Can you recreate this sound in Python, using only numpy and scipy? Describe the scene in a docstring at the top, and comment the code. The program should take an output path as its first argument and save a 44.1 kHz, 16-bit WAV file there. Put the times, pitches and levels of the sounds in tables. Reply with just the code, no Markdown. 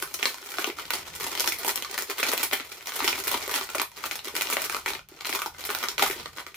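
"""Two hands knead, pull and tear a plastic snack bag in a quiet, curtained room.
Loud and small creases strike banks of short film resonances; loud ones also ring a freed panel.
Pops of the bag wall are low dying sines. A close surface echoes the bag and a diffuse tail follows it.
Below lie faint steady noise and a swelling rumble, both filtered noise."""
import sys
import numpy as np
from scipy import signal
from scipy.fft import rfft, irfft
from scipy.io import wavfile

SR = 44100
rng = np.random.default_rng(int(sys.argv[2]) if len(sys.argv) > 2 else 0)


def transcribe(signal):
    """Save signal, clipped to [-1, 1], as a 16-bit WAV file at the path in sys.argv[1]."""
    frames = np.atleast_2d(signal).T
    limited = np.clip(frames, -1, 1)
    pcm = np.round(limited * 32767).astype(np.int16)
    wavfile.write(sys.argv[1], SR, pcm)


def boost_factor(decibels):
    """Convert a level in decibels to a linear amplitude factor."""
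    exponent = np.asarray(decibels, float) / 20
    return 10 ** exponent


N = 289275

# loud crease snaps: t/s, level/dB, panel ring f/Hz, bright tick re snap/dB, aftershock crackle re snap/dB
SNAPS = [(0.024, -18, 1470, -3, -28), (0.075, -31, 1420, -13, -27), (0.14, -28, 6630, 3.5, -17),
         (0.195, -24, 1480, -24, -20), (0.208, -26, 1380, -24, -23), (0.228, -9, 2490, -23, -25),
         (0.255, -7, 4340, -18, -23), (0.343, -26.5, 1010, -10, -39), (0.382, -29.5, 1490, -17, -33),
         (0.427, -29.5, 1500, -26, -33), (0.489, -30, 2890, -17, -22), (0.54, -22.5, 1500, -17, -30),
         (0.57, -29, 3970, -18, -14), (0.584, -12.5, 1580, -22, -18.5), (0.643, -10.5, 3000, -24, -27),
         (0.673, -25, 942, -20, -23), (0.7, -23, 2250, -23, -31), (0.769, -35, 1390, -19, -25),
         (0.786, -23.5, 1500, -27.5, -21.5), (0.853, -27, 4060, -19, -18),
         (0.905, -12.5, 1470, -11.5, -27.5), (0.934, -17.5, 4420, -19, -13.5), (1.054, -34, 2390, -19, -41),
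         (1.151, -27, 1510, -4.5, -12), (1.2, -26.5, 1090, -4, -14), (1.208, -23, 1090, -11, -15),
         (1.226, -27.5, 2470, -11, -18), (1.265, -22, 940, -17, -16.5), (1.328, -25, 1110, -15, -23),
         (1.351, -20.5, 3340, -12, -30), (1.397, -10.5, 5200, -13, -28.5), (1.405, -16, 5240, -5, -21),
         (1.442, -15.5, 930, -18, -18), (1.46, -22.5, 2260, -3, -21), (1.475, -10, 5600, -16, -22.5),
         (1.521, -17, 2250, -7.5, -18.5), (1.586, -28, 1920, -1, -11.5), (1.647, -17.5, 834, -6.5, -19),
         (1.679, -17, 880, -3.5, -19), (1.692, -17, 1990, -12, -33), (1.757, -18, 5100, -3.5, -28),
         (1.775, -19, 1220, -20, -23), (1.823, -21, 3050, -9.5, -19.5), (1.847, -19, 1150, -20, -31),
         (1.912, -25, 5300, -7, -33), (1.953, -29, 1800, -13, -30), (1.978, -13, 1800, -11, -23),
         (2.022, -21.5, 5960, -5, -21), (2.1, -39, 1300, -9, -23), (2.098, -22.5, 1560, -8, -23),
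         (2.112, -20.5, 1830, -28, -31), (2.182, -25.5, 1480, -19, -14), (2.189, -24, 1230, -18, -23),
         (2.198, -18.5, 2270, -22, -15.5), (2.229, -6, 2280, -30, -17.5), (2.285, -22.5, 4200, -5, -19),
         (2.316, -18.5, 1250, -10, -17.5), (2.328, -13.5, 1020, -27, -19.5), (2.334, -15, 576, -5, -23),
         (2.377, -20, 2720, -1, -29), (2.43, -13.5, 2490, -6.5, -19), (2.512, -18.5, 2300, -30, -14.5),
         (2.53, -11.5, 2130, -19.5, -15.5), (2.598, -18.5, 2200, -47, -14), (2.718, -25, 2350, -19, -35),
         (2.808, -30, 2430, -19, -26), (2.858, -28, 3120, -8, -17), (2.871, -22, 5580, -10, -20.5),
         (2.881, -24.5, 2180, -14, -19), (2.892, -23, 1120, -16, -21), (2.92, -22, 2250, -15, -24),
         (2.956, -32, 1400, 2, -15), (2.991, -19, 1400, -11, -33), (3.003, -12.5, 1200, -45, -24),
         (3.024, -15.5, 1160, -29, -24), (3.044, -14.5, 1740, -19, -19.5), (3.077, -4.5, 3460, -29, -22.5),
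         (3.128, -15.5, 2300, -44, -24), (3.179, -25.5, 1250, -5, -29.5), (3.238, -24.5, 5310, -5, -18.5),
         (3.271, -17, 2130, -14, -18), (3.314, -20, 1020, -4, -20.5), (3.341, -10, 990, -32, -15.5),
         (3.478, -21.5, 580, -5, -20), (3.494, -19.5, 1030, -18, -23), (3.512, -19, 985, -18, -10),
         (3.54, -14.5, 3170, -12, -17.5), (3.558, -18, 1450, -14, -39), (3.611, -19, 1110, -22, -19),
         (3.63, -23, 4150, -21, -30), (3.69, -25, 1450, -19, -23), (3.748, -18.5, 1290, -17, -21),
         (3.752, -16.5, 614, -12, -19), (3.782, -18, 2450, -10, -17), (3.797, -10, 1140, -18, -24),
         (3.816, -14, 1110, -7, -36), (3.916, -34.5, 920, -9, -23), (3.961, -48, 1460, -19, -29),
         (4.039, -17, 1170, -21, -23), (4.055, -24, 1470, -12, -17), (4.111, -15.5, 2750, -18, -26),
         (4.155, -18, 4100, -10, -24.5), (4.191, -22.5, 3400, -30, -33), (4.245, -29, 5100, -7, -13.5),
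         (4.272, -27, 2130, -18, -29), (4.352, -18, 2330, -9, -24.5), (4.364, -18.5, 2340, -10, -22),
         (4.41, -15.5, 3100, -8, -25.5), (4.42, -19.5, 2590, -1.5, -31), (4.471, -16, 2070, -26, -33),
         (4.5, -19, 1210, -7, -17), (4.526, -16, 2300, -13, -20), (4.568, -11.5, 620, -22, -26),
         (4.619, -20, 2220, -1.5, -22), (4.64, -19, 2220, -20, -16), (4.697, -17, 2240, -13, -20.5),
         (4.734, -24, 1230, -12, -14), (4.746, -15.5, 1210, -17, -22), (4.766, -18.5, 1290, -15, -32),
         (4.86, -15.5, 2150, -18, -27), (4.879, -17, 2310, -28, -11), (4.934, -21, 1320, -22, -22),
         (4.95, -17, 1860, -34, -19.5), (4.992, -29, 1460, -30, -30), (5.087, -37, 6340, -4.5, -23),
         (5.208, -23, 1200, -20, -21.5), (5.247, -18.5, 4250, -26, -24), (5.253, -18.5, 4080, -25, -16),
         (5.292, -18.5, 2290, -18, -16.5), (5.327, -17, 2270, -19, -15), (5.349, -15.5, 1190, -27, -17),
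         (5.39, -18.5, 1260, -17, -22.5), (5.418, -15, 1210, -13, -23), (5.46, -17, 910, -18, -23.5),
         (5.546, -34, 1310, -27, -23), (5.607, -28.5, 2230, -8, -21.5), (5.639, -23, 4220, -15, -19),
         (5.651, -26, 2020, 1, -15), (5.691, -16.5, 2070, -34, -23), (5.702, -16, 1180, -14, -21),
         (5.749, -15, 1470, -7.5, -27.5), (5.787, -25, 5130, -8, -18), (5.828, -17, 1230, -24, -17.5),
         (5.838, -15, 1310, -24, -28), (5.885, -15, 4360, -14, -23), (5.915, -27, 1030, -8, -23),
         (5.98, -13, 3230, -29, -19.5), (5.994, -10, 1190, -25, -18), (6.023, -7.5, 894, -31, -16),
         (6.062, -14, 1200, -14, -17.5), (6.099, -19.5, 2200, -7, -19), (6.11, -17.5, 1890, -17, -17.5),
         (6.179, -28, 2240, -21, -36), (6.198, -25.5, 1040, -27, -35), (6.229, -32, 2420, -15, -17),
         (6.258, -22, 1220, -26, -33), (6.383, -22, 1100, -37, -22), (6.465, -25, 1240, -21, -21),
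         (6.543, -30.5, 2440, -17, -16)]
# bag wall pops, pushing the air inside: t/s, level/dB, f/Hz
POPS = [(0.026, -28, 360), (0.192, -36, 430), (0.254, -40, 444), (0.426, -40, 372), (0.543, -44, 366),
        (0.588, -24, 342), (0.674, -21, 347), (0.695, -23, 372), (0.91, -46, 363), (1.206, -35, 437),
        (1.414, -41, 350), (1.45, -35, 417), (1.477, -26.5, 375), (1.647, -36, 299), (1.678, -24.5, 385),
        (1.901, -36, 363), (2.024, -37, 363), (2.093, -28.5, 428), (2.182, -37, 370), (2.338, -33, 471),
        (2.534, -31, 385), (2.957, -51, 390), (3.0, -40, 386), (3.022, -27, 288), (3.043, -21.5, 374),
        (3.079, -22.5, 380), (3.127, -32, 400), (3.15, -41, 382), (3.215, -46, 420), (3.271, -26.5, 437),
        (3.342, -26, 422), (3.476, -28, 392), (3.516, -30, 418), (3.61, -31, 382), (3.755, -35, 398),
        (4.041, -45, 415), (4.271, -28.5, 385), (4.339, -30.5, 433), (4.384, -32, 385), (4.452, -35, 447),
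        (4.568, -34, 390), (4.746, -30.5, 430), (4.873, -31, 427), (4.951, -33, 390), (5.117, -37.5, 369),
        (5.335, -29.5, 355), (5.46, -47, 393), (5.69, -25.5, 423), (5.838, -35, 395), (5.975, -39, 439),
        (6.025, -23.5, 385), (6.099, -25, 405), (6.16, -34, 363), (6.467, -41.5, 380)]
# left-right likeness: f/Hz, likeness/1
LIKENESS = [(150, 0.88), (350, 1), (640, 0.84), (1400, 0.59), (3100, 0.31), (6800, 0.043), (15000, 0.011)]

BANDS_HZ = np.geomspace(150, 15500, 38)
TRAVEL_S = 0.0005   # way to the microphones
SHORTEST_T60_S = 0.00097   # added to every film ring's decay
MIDDLE_HZ = 1800   # reference for ring pitch in octaves


def rms_one(x):
    """Scale to rms 1."""
    return x / np.sqrt(np.mean(x ** 2) + 1e-20)


def at_hz(points, hz):
    """Read a (Hz, value) table on a log-frequency axis."""
    table_hz, value = np.transpose(points)
    return np.interp(np.log(hz), np.log(table_hz), value)


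def drift(rate_hz):
    """Slow random drift of rms 1: white noise through a two-pole low-pass."""
    r = np.exp(-2 * np.pi * rate_hz / SR)
    noise = rng.standard_normal(N + SR)
    return rms_one(signal.lfilter([1], [1, -2 * r, r * r], noise)[SR:])


def near(ring_hz, octaves):
    """Per snap and band: 1 on the ring, fading away from it."""
    return np.exp(-(np.log2(BANDS_HZ / ring_hz[:, None]) / octaves) ** 2)


def dying(s, power, t60_s, swell=0):
    """Power that jumps at the times s and decays; swell adds a share that builds up first."""
    r = boost_factor(-120 / (t60_s * SR))   # per-sample decay of power, not amplitude
    at = np.clip((s * SR).astype(int), 0, N - 1)
    fast = signal.lfilter([1], [1, -r], np.bincount(at, power, N))
    return fast + swell * signal.lfilter([np.e * (1 - r)], [1, -r], fast)


def rings(rows, rise_s):
    """Dying sines from rows of (t/s, level/dB, f/Hz, t60/s)."""
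    out = np.zeros(N + SR // 5)
    t = np.arange(SR // 5) / SR
    for s, level_db, hz, t60_s in rows:
        at = max(round(s * SR), 0)
        envelope = boost_factor(level_db - 60 * t / t60_s) * (1 - np.exp(-t / rise_s))
        out[at:at + len(t)] += envelope * np.sin(2 * np.pi * hz * t)
    return out[:N]


def colour_db(push_db, crisp_db, tick_db):
    """Per snap and band: the bag push rules the bass, crispness the upper middle, the tick the treble."""
    bass = 1 / (1 + (BANDS_HZ / 520) ** 6)
    treble = 1 / (1 + (6800 / BANDS_HZ) ** 6)
    upper = 1 / (1 + (2400 / BANDS_HZ) ** 6) - treble
    return np.outer(push_db, bass) + np.outer(crisp_db, upper) + np.outer(tick_db, treble)


def film(times, band_db, cycles, scatter_db):
    """Each snap strikes a bank of short resonances; strength, sign and moment vary per band."""
    # what a snap sets ringing in film and bag: f/Hz, relative level/dB
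    film_colour = [(150, -53), (220, -66), (380, -12), (520, -8.5), (750, -8.5), (1100, -5), (1670, -3.5),
                   (2300, 5.5), (3200, 3), (4200, 2.5), (5800, 5), (9000, -1.5), (12000, 5.5), (15000, 6)]
    slip_s = 0.002   # spread as a crease gives way: extra delay at two sigma
    draws = rng.standard_normal((len(times), 4, len(BANDS_HZ)))
    strength, sign, aside, late = np.moveaxis(draws, 1, 0)
    alike = np.clip(at_hz(LIKENESS, BANDS_HZ), 0, 0.99)
    size = boost_factor(band_db + at_hz(film_colour, BANDS_HZ) + scatter_db * strength)
    mid = np.sqrt(1 + alike) * np.sign(sign)
    side = np.sqrt(1 - alike) * aside
    at = (times[:, None] + TRAVEL_S + slip_s * (late / 2) ** 2) * SR
    at = np.clip(at.astype(int), 0, N - 1)
    out = np.zeros((2, N))
    for k, hz in enumerate(BANDS_HZ):
        r = boost_factor(-60 / ((cycles / hz + SHORTEST_T60_S) * SR))
        w = 2 * np.pi * hz / SR
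        for ear, way in enumerate((1, -1)):
            blow = size[:, k] * (mid[:, k] + way * side[:, k])
            blows = np.bincount(at[:, k], blow, N) + 1e-18
            out[ear] += signal.lfilter([0, np.sin(w)], [1, -2 * r * np.cos(w), r * r], blows)
    return out


def hum():
    """Faint steady room noise and a swelling rumble in the lowest room modes: spectrally shaped noise."""
    # steady noise: f/Hz, relative density/dB per Hz
    noise_colour = [(30, 6), (120, 15), (210, 4), (380, -36), (700, -13.5), (1000, -27), (3000, -24),
                    (9000, -46), (15000, -39)]
    # deep rumble of the room and seat: t/s, level/dB
    rumble_levels = [(0.0, -58), (0.4, -72), (1.19, -54), (2.19, -69), (2.26, -57), (2.48, -63),
                     (2.83, -68), (2.92, -72), (3.03, -54), (3.82, -64), (5.02, -57.5), (5.08, -65),
                     (5.75, -56.5), (5.83, -67), (6.08, -51), (6.56, -66)]
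    # rumble modes: f/Hz, width/Hz, relative level/dB
    rumble_modes = [(55.7, 20, -3), (82.8, 16, 0.5), (35, 29, -21), (154, 73, -5)]
    noise_db, alike = -71.5, 0.88
    hz = np.fft.rfftfreq(N, 1 / SR) + 1
    modes = sum(boost_factor(db) / np.abs(1 + 2j * (hz - centre_hz) / width_hz) ** 2
                for centre_hz, width_hz, db in rumble_modes)
    s, level_db = np.transpose(rumble_levels)
    rumble_db = np.interp(np.arange(N) / SR, s, level_db)
    out = 0
    for colour, db in ((boost_factor(at_hz(noise_colour, hz)), noise_db), (modes, rumble_db)):
        mid, side = irfft(rfft(rng.standard_normal((2, N))) * colour, N)
        stereo = np.sqrt(1 + alike) * mid + np.sqrt(1 - alike) * side * [[1], [-1]]
        out = out + boost_factor(db) * rms_one(stereo)
    return out


def tail():
    """Diffuse tail per ear: octave bands of noise, each with its own decay, most alike in the bass."""
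    # decay of the room: f/Hz, t60/s
    room_t60 = [(200, 0.1), (600, 0.16), (2000, 0.1817), (6000, 0.21), (15000, 0.2)]
    t = np.arange(SR // 3) / SR
    out = 0
    for hz in 125 * 2.0 ** np.arange(8):
        shared, own = np.split(rng.standard_normal((3, len(t))), [1])
        alike = np.clip(at_hz(LIKENESS, hz) - 0.1, 0, 1)
        edges_hz = [hz / np.sqrt(2), min(hz * np.sqrt(2), 0.45 * SR)]
        band = signal.butter(2, edges_hz, "band", fs=SR, output="sos")
        noise = signal.sosfilt(band, np.sqrt(alike) * shared + np.sqrt(1 - alike) * own)
        out = out + noise * boost_factor(-60 * t / at_hz(room_t60, hz))
    out = out * np.clip((t - 0.001) / 0.00064, 0, 1)   # silent for 1 ms, then a short ramp
    return out / np.sqrt(np.sum(out ** 2, axis=1, keepdims=True))


def room(x, count=10):
    """The hands move over the bag: each block of 1024 samples gets one of count tails at random."""
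    spot = np.repeat(rng.integers(0, count, N // 1024 + 1), 1024)[:N]
    mono = x.mean(axis=0, keepdims=True)
    return sum(signal.fftconvolve(mono * (spot == k), tail(), axes=1)[:, :N] for k in range(count))


def bounce(x):
    """One close echo per ear off the surface under the microphones combs the sound."""
    delays_s, gains_db = [0.000937, 0.00088], [-12, -18]   # left, right
    n = np.arange(N)
    return np.array([ear + boost_factor(db) * np.interp(n - s * SR, n, ear, left=0)
                     for ear, s, db in zip(x, delays_s, gains_db)])


def pops():
    """Pops of the bag wall push the air inside: soft low rings, alike in both ears."""
    t60_s, rise_s = 0.038, 0.00055
    return rings([(s, level_db, hz, t60_s) for s, level_db, hz in POPS], rise_s)


def aftershocks():
    """A loud snap frees its neighbours: crackle power, and that power times brightness and octaves."""
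    t60_s, swell = 0.093, 0.78
    s, level_db, ring_hz, tick_db, after_db = np.transpose(SNAPS)
    power = boost_factor(level_db + after_db) ** 2
    bright_db = 20.5 + 0.6 * tick_db   # takes on a share of the snap's tick
    octaves = np.log2(ring_hz / MIDDLE_HZ)
    return [dying(s, power * v, t60_s, swell) for v in (1, bright_db, octaves)]


def crackle():
    """Small creases snap at random and in clumps, driven by kneading and aftershocks; sizes vary."""
    # steady work of the hands: t/s, crackle level/dB, brightness re crackle/dB
    kneading = [(0.0, -41, 8), (0.2, -48, 5), (0.45, -49.5, 7), (0.7, -42.5, 2.5), (1.05, -40.5, -1),
                (1.25, -38, 2.5), (1.45, -41.5, -0.5), (2.1, -42.5, 1), (2.41, -39, 2.5), (2.63, -45.5, 6),
                (2.89, -49, 1), (3.05, -37.5, 8.5), (3.23, -43, 7.5), (3.4, -32, 0), (3.69, -37, 5.5),
                (3.82, -40.5, -2), (4.05, -45.5, 2), (4.58, -39.5, 1), (4.79, -41.5, 5.5), (4.99, -65, -5),
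                (5.21, -47.5, -4), (5.35, -51, 0), (5.94, -41.5, 0), (6.41, -48.5, -1), (6.56, -67, -8)]
    # the grip slackens, crackle drops: middle t/s, length/s, depth/dB (negative lifts)
    lulls = [(0.4, 0.059, 6), (0.743, 0.045, 16), (0.871, .03, 5), (1.043, 0.072, 8), (1.106, 0.042, 8),
             (2.06, 0.018, 7), (2.15, 0.034, 7), (2.491, .04, 14), (3.455, .05, 9), (3.67, 0.059, 11.5),
             (3.876, 0.14, 26), (4.216, .04, 14), (4.313, 0.036, 5), (4.857, 0.032, -3), (5.057, 0.082, 12),
             (5.517, 0.079, 11), (5.96, .03, 6.5), (6.31, 0.031, 6), (6.44, 0.023, 6)]
    snaps_per_s, size_spread_db, clumping_db = 1500, 4, 3.5
    push_base_db, pop_push_db, pop_push_t60_s = 4, -6.5, 0.79
    crisp_base_db, crisp_follows, crisp_db_per_octave = -0.5, 0.23, 0.5
    pull = 0.51   # share by which aftershocks lean to the pitch of their snap

    when, pick, size, pitch = rng.random((16000, 4)).T
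    times = when * (N - 1) / SR
    at = (times * SR).astype(int)
    silent = pick > snaps_per_s * N / SR / len(times)
    size_db = size_spread_db * np.minimum(-np.log(size + 1e-9), 2.8) - 300 * silent
    clump_db = clumping_db * (drift(19.4) + 0.66 * drift(76.0))[at]

    s, knead_db, knead_bright_db = np.transpose(kneading)
    steady = boost_factor(np.interp(times, s, knead_db)) ** 2
    steady_bright_db = np.interp(times, s, knead_bright_db)
    after, after_bright, after_octaves = [v[at] for v in aftershocks()]
    power = steady + after
    bright_db = (steady * steady_bright_db + after_bright) / power

    # a pop leaves the bag wall loose for a while: more bass
    pop_s, pop_db, _ = np.transpose(POPS)
    loose = dying(pop_s, boost_factor(pop_db + pop_push_db) ** 2, pop_push_t60_s)[at]
    push_db = 10 * np.log10(boost_factor(push_base_db) ** 2 + loose / power)
    # higher rings free crisper aftershocks
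    crisp_db = crisp_base_db + crisp_follows * bright_db + crisp_db_per_octave * after_octaves / power

    lull_db = sum(db * np.exp(-(2 * (times - mid_s) / length_s) ** 2) for mid_s, length_s, db in lulls)
    level_db = 10 * np.log10(power) - 19.5 + size_db + clump_db - lull_db
    band_db = level_db[:, None] + colour_db(push_db, crisp_db, bright_db)
    # every small crease favours a pitch of its own
    own_hz = 700 * 12 ** pitch
    lean_octaves = pull * (after_octaves - after * np.log2(own_hz / MIDDLE_HZ)) / power
    band_db = band_db + 7 * (near(own_hz * 2 ** lean_octaves, 0.32) - 0.3)
    return film(times, band_db, cycles=3.65, scatter_db=5.0)


def snaps():
    """The loud creases: a broad crack, and the freed panel of film rings at its own pitch."""
    s, level_db, ring_hz, tick_db, _ = np.transpose(SNAPS)
    colour = colour_db(np.full(len(s), -9.0), np.full(len(s), 1.5), tick_db + 15.5)
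    band_db = level_db[:, None] - 17.5 + 5 * near(ring_hz, 0.42) + colour
    panel_t60_s = 13.9 / ring_hz + SHORTEST_T60_S
    panels = np.transpose([s + TRAVEL_S, level_db - 6, ring_hz, panel_t60_s])
    return film(s, band_db, cycles=9.3, scatter_db=3.0) + rings(panels, rise_s=0.0001)


def scene():
    """Bag with its room tail, high-passed at 250 Hz and echoed by the close surface, over the hum."""
    film_sound = snaps() + crackle()
    air = pops()
    bag = film_sound + air + boost_factor(-0.5) * room(film_sound + boost_factor(-10.0) * air)
    bag = signal.sosfilt(signal.butter(6, 250, "high", fs=SR, output="sos"), bag)
    return bounce(bag) + hum()


def housing(x):
    """Peaks and dips of the small microphones' case: resonators in series."""
    # housing resonances: f/Hz, width/Hz, gain/dB
    case_modes = [(385, 74, 3), (1480, 116, 5.5), (1644, 76, -11), (3960, 350, 2.5), (5200, 220, 1.5),
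                  (6760, 81, 3)]
    for hz, width_hz, db in case_modes:
        x = x + (boost_factor(db) - 1) * signal.lfilter(*signal.iirpeak(hz, hz / width_hz, SR), x)
    return x


def low_pass(x):
    """Removes everything above the highest recorded frequency."""
    return signal.sosfilt(signal.butter(12, 16800, fs=SR, output="sos"), x)


def record(dry):
    """The housing colours the sound, peaks are rounded, and the top drops steeply."""
    cutoff_hz, above_cut_db = 15550, -14
    x = 0.9 * np.tanh(housing(dry) / 0.9)
    low = signal.ellip(8, 0.3, 30, cutoff_hz - 80, fs=SR, output="sos")
    below = signal.sosfiltfilt(low, x)
    top = signal.butter(16, cutoff_hz + 700, fs=SR, output="sos")
    above = signal.sosfiltfilt(top, x - below)
    return low_pass(below + boost_factor(above_cut_db) * above)


dry = scene()
out = record(dry)
transcribe(out)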